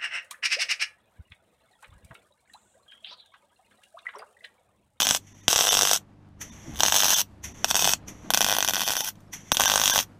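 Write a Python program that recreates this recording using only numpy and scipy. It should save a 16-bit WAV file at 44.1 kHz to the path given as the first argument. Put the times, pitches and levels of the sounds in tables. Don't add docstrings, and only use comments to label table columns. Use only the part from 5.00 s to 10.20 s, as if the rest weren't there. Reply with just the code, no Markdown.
import sys
import numpy as np
from scipy import signal
from scipy.fft import rfft, irfft
from scipy.io import wavfile
from scipy.ndimage import uniform_filter1d

SR = 44100
rng = np.random.default_rng(int(sys.argv[2]) if len(sys.argv) > 2 else 0)


def transcribe(u):
    v = np.clip(np.atleast_2d(u).T, -1, 1)
    q = np.round(v * 32767).astype(np.int16)
    wavfile.write(sys.argv[1], SR, q)


def volts_from_decibels(level):
    exponent = np.asarray(level, float) / 20
    return 10 ** exponent


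N = 229152
MAINS_HZ = 49.95


def level(x, db):
    return x * volts_from_decibels(db) / np.sqrt(np.mean(x ** 2))


def coloured(points):
    hz, db = np.transpose(points)
    bins_hz = np.fft.rfftfreq(N, 1 / SR)
    gain = volts_from_decibels(np.interp(np.log(bins_hz + 1), np.log(hz), db))
    white = rng.standard_normal(N)
    return level(irfft(rfft(white) * gain, N), 0)


def band(x, lo_hz, hi_hz):
    return signal.sosfilt(signal.butter(2, [lo_hz, hi_hz], "band", fs=SR, output="sos"), x)


def lift(x, hz, width_hz, db):
    return x + (volts_from_decibels(db) - 1) * signal.lfilter(*signal.iirpeak(hz, hz / width_hz, SR), x)


def walk(rate_hz):
    hold = int(SR / rate_hz)
    steps = np.repeat(rng.standard_normal(N // hold + 1), hold)
    return 1.2 * uniform_filter1d(steps, hold)[:N]


def clicks(s, size):
    out = np.zeros(N + 1)
    at = np.asarray(s) * SR
    np.add.at(out, at.astype(int), size * (1 - at % 1))
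    np.add.at(out, at.astype(int) + 1, size * (at % 1))
    return out[:N]


def fading(x, seconds):
    return signal.lfilter([1], [1, -np.exp(-1 / (seconds * SR))], x)


# release_s, top_treble_db (share in that tack)
TACKS = [
    (0.174, -13),
    (0.975, -8.5),
    (2.217, -12),
    (2.938, -11.5),
    (4.096, -1.5),
    (5.032, -5),
]
TACK_MID_DB = [0, 0, -0.5, 0.5, 1.5, 2.5]


def arc():
    t = np.arange(N) / SR
    release_s, treble_db = np.transpose(TACKS)
    tack = np.minimum(np.searchsorted(release_s, t), len(release_s) - 1)
    mid_db, top_db = np.array(TACK_MID_DB)[tack], treble_db[tack]
    snaps = pops(mid_db, top_db)
    burn, fizz = sizzle(mid_db, top_db)
    diffuse = volts_from_decibels(-9) * burn * fizz[::-1]
    return underside(snaps + burn * fizz, tack, diffuse)


# start_s, pop_db, sizzle_db
RESTRIKES = [(0.0029, -1, -20), (0.02, 0, -26), (0.0301, -2.5, -12.5), (0.0439, -6.5, -16),
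             (0.0507, -7.5, -20), (0.0589, -9, -35), (0.0691, 1, -22.5), (0.0891, -1.7, -22.5),
             (0.1094, 4, -25), (0.1278, -37.5, -24), (0.1485, -2, -27.5), (0.1679, -40, -27),
             (0.4812, 5.5, -23.5), (0.4982, -43, -20), (0.5091, -6, -21), (0.5297, 1.5, -22),
             (0.5517, -8.5, -36), (0.56, 0.5, -25), (0.5797, 0.5, -27.5), (0.5896, -1.5, -20),
             (0.6091, 1, -22.5), (0.6202, -6.5, -23), (0.6401, -3.5, -23.5), (0.6507, -5, -21.5),
             (0.6704, 1.1, -23.5), (0.6805, -2.5, -25), (0.6902, 6.5, -19), (0.7007, -6.5, -17.5),
             (0.7097, -3.5, -22), (0.7295, 1, -25), (0.7409, -1, -20), (0.7505, -2.5, -22),
             (0.7705, 1.5, -22.5), (0.7806, -9, -21.5), (0.791, 2, -22), (0.8048, -9, -34.8),
             (0.8112, 0.5, -28.5), (0.821, 0.5, -28), (0.832, 2.5, -22), (0.852, 1, -22.5), (0.873, -1, -21),
             (0.8936, -4.5, -22.5), (0.9129, 2.3, -25), (0.9322, -1.5, -18.5), (0.9486, -40, -23),
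             (0.961, -5.5, -26),
             (1.8055, 4.5, -33), (1.8193, -40.5, -25.5), (1.8339, 6, -27), (1.852, -1, -24.5), (1.8621, 1.5, -22),
       (1.883, 2, -27), (1.899, -8.5, -26.5), (1.9231, 2.5, -25), (1.9428, 1.5, -18.5), (1.9544, -1.3, -20),
       (1.9625, -2.8, -19), (1.9726, -4.5, -21), (1.9835, -4, -18), (2.0033, -1, -20.5),
       (2.0096, -16.5, -20.5), (2.0234, 0.8, -22), (2.0338, -2.1, -19), (2.0438, -0.5, -17),
       (2.0557, 0, -19), (2.07, -17.5, -19.5), (2.0822, -1.5, -19), (2.09, -15, -19), (2.1042, 1.5, -16.5),
       (2.113, -9.5, -16.5), (2.1266, -6, -29.5), (2.1313, -5, -16.5), (2.14, -17.5, -16),
       (2.1594, -6, -23), (2.1699, -38.5, -19.5), (2.1899, -40, -19), (2.2137, -23, -18.5),
       (2.6447, 3, -35), (2.6604, -36.5, -39), (2.68, -37, -28), (2.701, -39, -17), (2.7112, 0.2, -36.5),
       (2.7304, -37, -36.5), (2.7447, -4, -28.5), (2.7544, -1, -24.5), (2.7657, -1.3, -17.5),
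       (2.778, -14, -26), (2.793, -5.5, -22.5), (2.8166, -15, -17), (2.8232, -2, -24.5), (2.844, -1.5, -17),
       (2.8537, -2.5, -26), (2.8611, -13, -21.5), (2.8751, 0, -23), (2.8926, -1.1, -22.5),
       (2.911, -41, -24), (2.9355, 2.1, -37),
             (3.3045, 1.8, -38), (3.321, -38.5, -46.5), (3.3373, 3.5, -30.5), (3.3458, 4, -37),
        (3.3611, -31, -44.5), (3.3743, 1.3, -29), (3.3911, -40, -33), (3.4073, 0, -27), (3.416, -0.5, -30),
        (3.4265, -2, -32), (3.4454, 0, -30), (3.4648, -1.4, -31), (3.487, -2.5, -32), (3.4968, -3, -39),
        (3.5078, -2.5, -35), (3.5165, -2.5, -38), (3.526, -1, -33), (3.5373, -5.5, -33), (3.5501, -6, -32),
        (3.5666, -1.5, -35), (3.5854, 0.5, -35), (3.6056, -1.5, -35), (3.6265, -0.3, -34),
        (3.6474, -0.2, -37), (3.6614, -40, -32.5), (3.6774, -2.5, -31.5), (3.6865, -1.3, -32),
        (3.6954, -4, -37.5), (3.708, -3.5, -42), (3.7214, -42, -32), (3.7359, -2, -33), (3.7459, -5, -32),
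        (3.7567, -4.5, -29), (3.7667, -5, -35), (3.78, -9.5, -29.5), (3.7953, -9.5, -33),
        (3.8068, -5.5, -28), (3.8175, -6, -26), (3.8267, -9.5, -28.5), (3.8347, -11, -33),
        (3.852, -40, -22), (3.866, -7, -26), (3.8777, -4.5, -30), (3.8864, -4, -33.5), (3.8958, -7, -34),
        (3.9053, -4, -26.5), (3.9203, -9, -28.5), (3.9356, -8, -33), (3.9538, -8.5, -29),
        (3.9673, -3.5, -31), (3.9753, -10, -24), (3.987, -15, -23), (4.0066, -4.1, -30.5),
        (4.0217, -40, -26), (4.0414, -40, -31), (4.0618, -40, -29.5), (4.0818, -36, -27),
             (4.5185, 3.5, -31), (4.5326, -38.5, -28), (4.5528, -37, -30), (4.5698, 2, -36.5),
        (4.5823, -40, -35), (4.5983, 2, -31), (4.607, 2, -33), (4.618, -1, -32), (4.626, -8, -27.5),
        (4.637, 0.5, -29.5), (4.6507, -6, -27.5), (4.6573, 3.5, -16), (4.671, -4, -28), (4.679, -1, -24.5),
        (4.6907, -6.5, -34), (4.6989, 1.5, -25), (4.7177, -0.5, -25.5), (4.7385, -2.5, -24.5),
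        (4.758, 2.5, -25.5), (4.7775, -0.2, -28), (4.7981, -0.5, -26), (4.8157, 0, -28),
        (4.8373, -1, -21.5), (4.8449, -15, -23.5), (4.8575, 3.5, -24.5), (4.878, 2, -23),
        (4.8981, 0, -21.5), (4.9184, 11.5, -9), (4.93, -8.5, -26), (4.9378, -2.5, -22.5),
        (4.9479, -11.5, -21), (4.9595, 0, -19.5), (4.964, -9, -24.5), (4.9787, 1.4, -24),
        (4.9894, 1, -22.5), (5.0011, -3.5, -26.5), (5.0127, -40, -30.5),
             (0.072, -7, -28.5),
    (4.6097, -10, -30),
    (4.032, -41, -29.5),
    (4.0724, -41, -28),
    (4.092, -40, -30),
    (5.0227, -40, -32),
]


def restrikes():
    return np.transpose(sorted(RESTRIKES))


# start_s, level_db
TICKS = [(0.079, -16), (0.101, -26), (.129, -23), (0.161, -37), (0.168, -37), (0.722, -13), (1.737, -44),
         (1.747, -40.5), (1.758, -32.5), (1.766, -34), (5.036, -37), (5.042, -41), (4.101, -39.5),
         (1.772, -32), (1.78, -32), (1.79, -26), (1.797, -18.5), (1.825, -31.5), (3.367, -22.5),
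         (3.389, -25.5), (4.105, -41), (1.287, -63.5), (4.156, -56), (4.205, -55), (4.235, -68),
         (4.546, -15), (4.595, -21), (4.631, -20)]
# start_s, pop_db
NECKS = [(.0278, -6), (.0459, -10), (.5212, -20), (.5385, -7), (.5635, -0.5), (.7643, -21), (.9597, -9.5),
         (1.843, -13), (2.0671, -10), (2.1672, -17), (2.1904, -15), (2.7076, -16), (2.7752, -16),
         (3.4747, -13.5), (3.4785, -4), (3.4851, -12), (3.5062, -9), (3.5352, -13), (3.5466, -5),
         (3.706, -16), (3.7774, -10), (3.8164, -9), (3.8715, -13), (3.918, -6.5), (4.155, -40),
         (4.2055, -52), (4.5266, -10), (4.7118, -8), (4.7214, -9), (4.7312, -8), (4.7807, -16), (4.791, -9),
         (4.8116, -16), (4.831, -10), (4.841, -12), (4.8712, -8), (4.9104, -11), (4.9995, -16)]


def pops(mid_db, top_db):
    s, pop_db, _ = restrikes()
    tick_s, tick_db = np.transpose(TICKS)
    neck_s, neck_db = np.transpose(NECKS)
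    necks = clicks(neck_s, volts_from_decibels(neck_db + 2.5))
    strikes = clicks(s, volts_from_decibels(pop_db + 5.0)) + necks
    crack = fading(strikes, 0.00074) * rng.standard_normal(N) * volts_from_decibels(-20.0)
    ticks = uniform_filter1d(fading(clicks(tick_s, volts_from_decibels(tick_db + 2.0)), 0.001), size=50)
    crack += ticks * rng.standard_normal(N)
    thump = band(strikes, 52, 330) * volts_from_decibels(-3.0)
    punch = band(strikes, 190, 430) * volts_from_decibels(-9)
    colour_db = 1.5 * rng.standard_normal((len(s), len(HOLLOW)))
    sizes = volts_from_decibels(pop_db[:, None] + 4.5 + colour_db)
    drives = []
    for size in sizes.T:
        suction = np.convolve(clicks(s, size) + necks, [.24, .52, .24], "same")
        drives.append(crack - suction)
    return hollow(drives, column=2, mid_db=mid_db, top_db=top_db) - (thump + punch)


# from_s, to_s
STALLS = [
    (0.06, 0.066),
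    (2.698, 2.7025),
    (4.556, 4.569),
]


def sizzle(mid_db, top_db):
    t = np.arange(N) / SR
    s, pop_db, burn_db = restrikes()
    last = np.maximum(np.searchsorted(s, t) - 1, 0)
    release_s = np.array(TACKS)[:, 0]
    lit = np.searchsorted(release_s, s[last]) == np.searchsorted(release_s, t)
    lit = lit & ~np.any([(t > a) & (t < b) for a, b in STALLS], axis=0)
    before_pop = fading(clicks(s, 1. * (pop_db > -25))[::-1], 0.0012)[::-1]
    shorted = np.clip(uniform_filter1d(before_pop, 20), 0, 1)
    crest = 0.28
    ripple_db = 4.17 * np.cos(2 * np.pi * (2 * MAINS_HZ * t - crest))
    flicker_db = 1.8 * walk(260)
    burn = lit * volts_from_decibels(burn_db[last] + ripple_db + flicker_db - 31 * shorted)
    burn = uniform_filter1d(burn, size=40)
    drives = [rng.standard_normal(N)] * len(HOLLOW)
    fizz = level(hollow(drives, column=3, mid_db=mid_db, top_db=top_db), -5.0)
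    return burn, fizz


# pitch_hz, width_hz, pop_db, sizzle_db
HOLLOW = [(497, 130, -5, -25), (720, 300, 1, -41.5), (1145, 427, -2, -13), (1524, 220, -2.5, -8),
          (2390, 860, -3, -23.5), (3203, 720, 7, 1), (4300, 290, 4, 0), (6200, 2000, 4.5, 2),
          (8400, 1600, -21.5, -13), (8420, 1600, 0.5, -7.5), (11460, 1300, -11.5, 5.5),
          (12000, 1400, 7.5, -7), (13550, 1000, 6, 1)]


def hollow(drives, column, mid_db, top_db):
    rings = []
    for row, x in zip(HOLLOW, drives):
        ring = signal.lfilter(*signal.iirpeak(row[0], row[0] / row[1], SR), x)
        rings.append(volts_from_decibels(row[column]) * ring)
    fixed = sum(rings[:2] + rings[4:8])
    return fixed + volts_from_decibels(mid_db) * sum(rings[2:4]) + volts_from_decibels(top_db) * sum(rings[8:])


# delay_ms, gain (ratio)
PANELS = [(.25, -.75), (.445, -.95), (1.14, .45), (1.5, -.15)]
# pitch_hz, width_hz, level_db
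HOUSING = [(2300, 180, -0.5), (3570, 370, 0.5), (5330, 300, -3.5), (5660, 170, 3.5), (6050, 120, -0.5)]
# pitch_hz, width_hz, level_db
TOP_DIP = (14450, 800, -8)
# pitch_hz, width_hz, level_db for each tack
SHEEN = [(8000, 1100, [6, 3, 0, 2.5, -1.5, -1]), (12180, 900, [0, -1, -5, 1, -5, -2.5]),
         (13300, 800, [0, -4.5, 3, 5, 0, 0.5]), (15450, 900, [11, 3, 9, 9, 7, 9])]


def underside(x, tack, diffuse):
    t = np.arange(SR // 4) / SR
    scatter = volts_from_decibels(-28.5 - 60 * t / .03)
    shop = volts_from_decibels(-35.5 - 60 * t / 0.088)
    tail = scatter + shop
    rough = rng.standard_normal(len(t))
    delay_ms, gain = np.transpose(PANELS)
    panels = np.convolve(clicks(delay_ms / 1000, gain)[:len(t)], [.25, .5, .25], "same")
    out = .75 * x + diffuse
    for k in range(len(TACKS)):
        grain = np.roll(rough, k * len(t) // len(TACKS))
        echo = tail * grain * (t > .0012) + panels
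        out = out + signal.fftconvolve(x * (tack == k), echo)[:N]
    for hz, width_hz, db in HOUSING + [TOP_DIP]:
        out = lift(out, hz, width_hz, db)
    late_tack = np.roll(tack, SR // 10)
    for hz, width_hz, db in SHEEN:
        out = lift(out, hz, width_hz, np.array(db)[late_tack])
    return out


# start_s, puff_db, jet_db
TRIGGERS = [
    (0.191, -91, -67.5),
    (.272, -67, -66.5),
    (1.416, -35, -57),
    (2.444, -35.5, -56),
    (3.084, -39, -61.5),
    (4.335, -35, -57.5),
]
# pitch_hz, level_db (per Hz)
JET = [(3500, -46), (4200, -22.5), (5200, -23), (5750, -3.5), (6250, -4.5), (7000, -13), (8000, -22.5),
       (9500, -36)]
# pitch_hz, level_db (per Hz)
JET_BODY = [(500, -34), (800, -7), (1500, -6.5), (2000, 1.5), (2400, -3.5), (3500, -4), (4200, -22.5),
            (6000, -29.5)]


def gas():
    t = np.arange(N) / SR
    release_s = np.array(TACKS)[:, 0]
    rise_s, fall_s, close_s, swell_db_per_s = 0.0049, 0.018, 0.011, 12.5
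    puff, jet = 0, 0
    for s, puff_db, jet_db in TRIGGERS:
        rise = np.exp(np.minimum(t - s, 0) / rise_s)
        puff = puff + volts_from_decibels(puff_db) * rise * np.exp(-np.maximum(t - s, 0) / fall_s)
        shut = release_s[release_s > s][0]
        swell_db = swell_db_per_s * np.clip(t - s, 0, shut - s)
        jet = jet + volts_from_decibels(jet_db + swell_db) * rise * np.exp(-np.maximum(t - shut, 0) / close_s)
    top = level(band(rng.standard_normal(N), 8500, 14000), .3)
    jet_top = lift(band(top, 7500, 12500), 11300, 500, 5.0)
    body = puff * volts_from_decibels(-5.5) + jet * volts_from_decibels(-3)
    bright = puff * volts_from_decibels(-8.5) * top + jet * volts_from_decibels(-13) * jet_top
    flow = (puff + jet) * coloured(JET) + body * coloured(JET_BODY) + bright
    seep = volts_from_decibels(-79.5) * band(rng.standard_normal(N), 2000, 9000)
    return volts_from_decibels(1.0 * walk(40)) * flow + seep


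# start_s, level_db, pitch_hz
KNOCKS = [(0.106, -24, 119), (0.48, -15, 200), (0.558, -21.5, 147.4), (0.828, -30, 196), (1.793, -27, 220),
          (1.95, -32, 208), (2.846, -40, 211), (3.342, -54, 398), (3.442, -26, 148.4), (3.899, -29, 212),
          (4.52, -14.5, 180), (4.631, -16, 51.1), (4.898, -24.5, 139), (4.976, -26, 203)]


def knocks():
    t = np.arange(N) / SR - .003
    out = 0
    for s, db, hz in KNOCKS:
        decay = (t > s) * np.exp(-np.abs(t - s) / 0.00088)
        out = out + volts_from_decibels(db + 6.0) * decay * np.sin(2 * np.pi * hz * (t - s))
    return out


# start_s, length_s, level_db,
# pitch_hz
GROANS = [
    (1.492, 0.049, -45, 246),
    (1.648, 0.085, -43, 347),
    (1.666, 0.05, -38.5, 286),
    (1.665, .055, -35.5, 168),
    (1.702, 0.032, -46, 260),
    (1.713, .05, -37, 80),
    (1.754, .05, -38, 76),
    (4.009, 0.038, -27, 877),
    (4.272, .018, -67, 5400),
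]


def groans():
    t = np.arange(N) / SR
    out = 0
    for s, length, db, hz in GROANS:
        u = np.clip((t - s) / length, 0, 1)
        sag = 0.31 * min(200 / hz, 1)
        swell = np.sin(np.pi * u) ** 2
        out = out + volts_from_decibels(db) * swell * np.sin(2 * np.pi * hz * length * (u - sag * u ** 2 / 2))
    return out


AFTERGLOW_DB = [-69, -83.5, -73, -79, -69, -71]


def afterglow():
    t = np.arange(N) / SR
    fade = 0
    for (end, _), db in zip(TACKS, AFTERGLOW_DB):
        fade = fade + volts_from_decibels(db) * (t > end) * np.exp(-np.abs(t - end) / 0.23)
    hiss = level(band(rng.standard_normal(N), 1500, 12000), 0)
    return fade * volts_from_decibels(1.5 * walk(30)) * hiss


STRIKES_S = [
    0,
    .481,
    1.805,
    2.645,
    3.305,
    4.519,
]


def by_state(idle_db, feed_db, arc_db):
    t = np.arange(N) / SR
    release_s = np.array(TACKS)[:, 0]

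    def within(starts):
        return np.any([(t > s) & (t < release_s[release_s > s][0]) for s in starts], axis=0)

    feeding = within(np.array(TRIGGERS)[2:, 0])
    db = np.where(feeding, feed_db, 1. * idle_db)
    return uniform_filter1d(np.where(within(STRIKES_S), arc_db, db), size=2000)


# pitch_hz, level_db (per Hz)
SHOP = [(25, -11.5), (80, -15), (200, -6.5), (340, -14), (420, -19), (700, -20), (1200, -25), (4000, -41),
        (16000, -63.5)]
# harmonic (multiple of mains), level_db
HUM = [(1, -15.5), (2, -3), (3, -10), (4, -11.5), (6, -14)]
# start_s, level_db
BUSTLE = [(0, 1.5), (.4, -4), (.75, 5), (1.05, -5.5), (1.25, -3), (1.4, 1.5), (1.6, 0.5), (1.7, 5.5),
          (1.85, 2), (2.3, -1.5), (2.6, 3), (3.1, 2.5), (3.7, 2), (4.08, -3), (4.2, -1.5), (4.45, -1.5),
          (5.0, 2), (5.2, -1)]


def workshop():
    t = np.arange(N) / SR
    bustle_db = np.interp(t, *np.transpose(BUSTLE))
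    rumble_db = by_state(idle_db=-54, feed_db=-50.5, arc_db=-48.5) + bustle_db
    rumble_db = rumble_db + 2.0 * walk(25) + 0.31 * walk(4.5)
    hum = 0
    for k, db in HUM:
        waver = volts_from_decibels(db + 1.2 * walk(4.8))
        hum = hum + waver * np.sin(2 * np.pi * k * (MAINS_HZ * t + rng.random()))
    hum_db = by_state(idle_db=-48.5, feed_db=-49.5, arc_db=-60.5) + bustle_db / 2
    return volts_from_decibels(rumble_db) * coloured(SHOP) + volts_from_decibels(hum_db) * hum


def drone():
    t = np.arange(N) / SR
    on_s, off_s, fade_s = 1.23, 3.35, 0.089
    on = np.clip(np.minimum(t - on_s, off_s - t) / fade_s, 0, 1)
    loudness = volts_from_decibels(-49 - 3.5 + 4.4 * walk(14))
    pitch_hz = 70.7 * (1 + 0.056 * walk(12))
    return on * loudness * np.sin(2 * np.pi * np.cumsum(pitch_hz) / SR)


def scene():
    near = arc() + gas() + knocks()
    floor = workshop() + drone() + groans() + afterglow()
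    no_top = signal.ellip(6, .5, 40, 12900, fs=SR, output="sos")
    return (near + signal.sosfilt(no_top, floor))[None]


EDGES_HZ = [15400, 15900, 16700]
HARD_S = [
    .481,
    1.805,
    3.305,
    3.34,
    3.375,
    3.406,
    4.519,
    4.57,
]


def top_bands(x):
    size = 1024
    hz = np.fft.rfftfreq(2 * N, 1 / SR)
    lines = rfft(x, 2 * N)
    under = [np.sin(np.pi / 2 * np.clip((edge - hz) / 160 + .5, 0, 1)) ** 2 for edge in EDGES_HZ]
    low, upper, topmost = (irfft(lines * (a - b))[:N] for a, b in zip(under, [0] + under))
    strong = uniform_filter1d(upper ** 2, size) > volts_from_decibels(-61) ** 2
    hard = np.any([np.abs(np.arange(N) / SR - s) < .007 for s in HARD_S], axis=0)
    strong_gate, hard_gate = (uniform_filter1d(1. * gate, size // 3) for gate in (strong, hard))
    return low + volts_from_decibels(-8) * strong_gate * upper + volts_from_decibels(-8) * hard_gate * topmost


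# centre_s, lost (share), one_khz, other_khz (surviving bands)
STARVED = [(.04, .85, 7.8, 13.4), (.338, .84, .2, .2), (.423, .8, .2, .2), (.6995, .97, 11.3, 11.3),
           (1.51, .84, .2, .2), (2.153, .85, 3.5, 13.5), (2.535, .88, .2, .2), (3.857, .75, 3.3, 13.5),
           (3.988, .65, 9.8, 13.5), (4.03, .78, .85, 13.5), (4.538, .995, 10.8, 13.8),
           (4.667, .85, 1.6, 1.6), (4.924, .93, 1, 1.6)]
STARVED_DB = [3.5, 4, 4, 7, 7, 3, -1, 2.5, 8, 1.5, 10, 6.5, 0]
ARC_KHZ = [3.1, 3.55, 5.8, 6.2]
GAS_KHZ = [1, 1.9, 3.6, 5.85, 6.2]


def starve(x):
    out, size = x.copy(), 1880
    window = np.sin(np.pi * np.arange(size) / size) ** 1.3
    khz = np.fft.rfftfreq(size, 1000 / SR)
    for (s, lost, one, other), step_db in zip(STARVED, STARVED_DB):
        quiet = one < .4
        kept_khz = [one, other] + (GAS_KHZ if quiet else ARC_KHZ[2 * (lost > .99):])
        frame = slice(int(s * SR) - size // 2, int(s * SR) + size // 2)
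        lines = rfft(x[frame] * window)
        bass = (khz < .4) & quiet
        near = [np.abs(khz - k) < .015 + .025 * k * (k < 7) + .04 * (k > 7) for k in kept_khz]
        kept = np.any(near, axis=0) & ~bass
        kept = kept & ((rng.random(len(khz)) < .5) | (khz < 2))
        peak = uniform_filter1d(np.abs(lines), size=30)[khz > 1].max()
        step = peak * volts_from_decibels(step_db + 2.5 - .25 * khz)
        phase = np.exp(2j * np.pi * rng.random(len(khz)))
        smeared = kept * step * np.where(khz < .9, 2, 1) * phase
        dip = lost * np.clip(1.3 * window ** (5 if quiet else 3), 0, 1)
        out[frame] += window * irfft(smeared) - dip * irfft(rfft(x[frame]) * ~bass)
    return out


def low_pass(x):
    return signal.sosfilt(signal.butter(12, 16710, fs=SR, output="sos"), x)


def record(dry):
    rounded = 1.3 * np.tanh(dry[0] / 1.3)
    top = signal.ellip(3, 1, 16, 14500, fs=SR, output="sos")
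    camera = top_bands(signal.sosfilt(top, rounded))
    mix = starve(camera)[None]
    return low_pass(mix)


dry = scene()
out = record(dry)
transcribe(out)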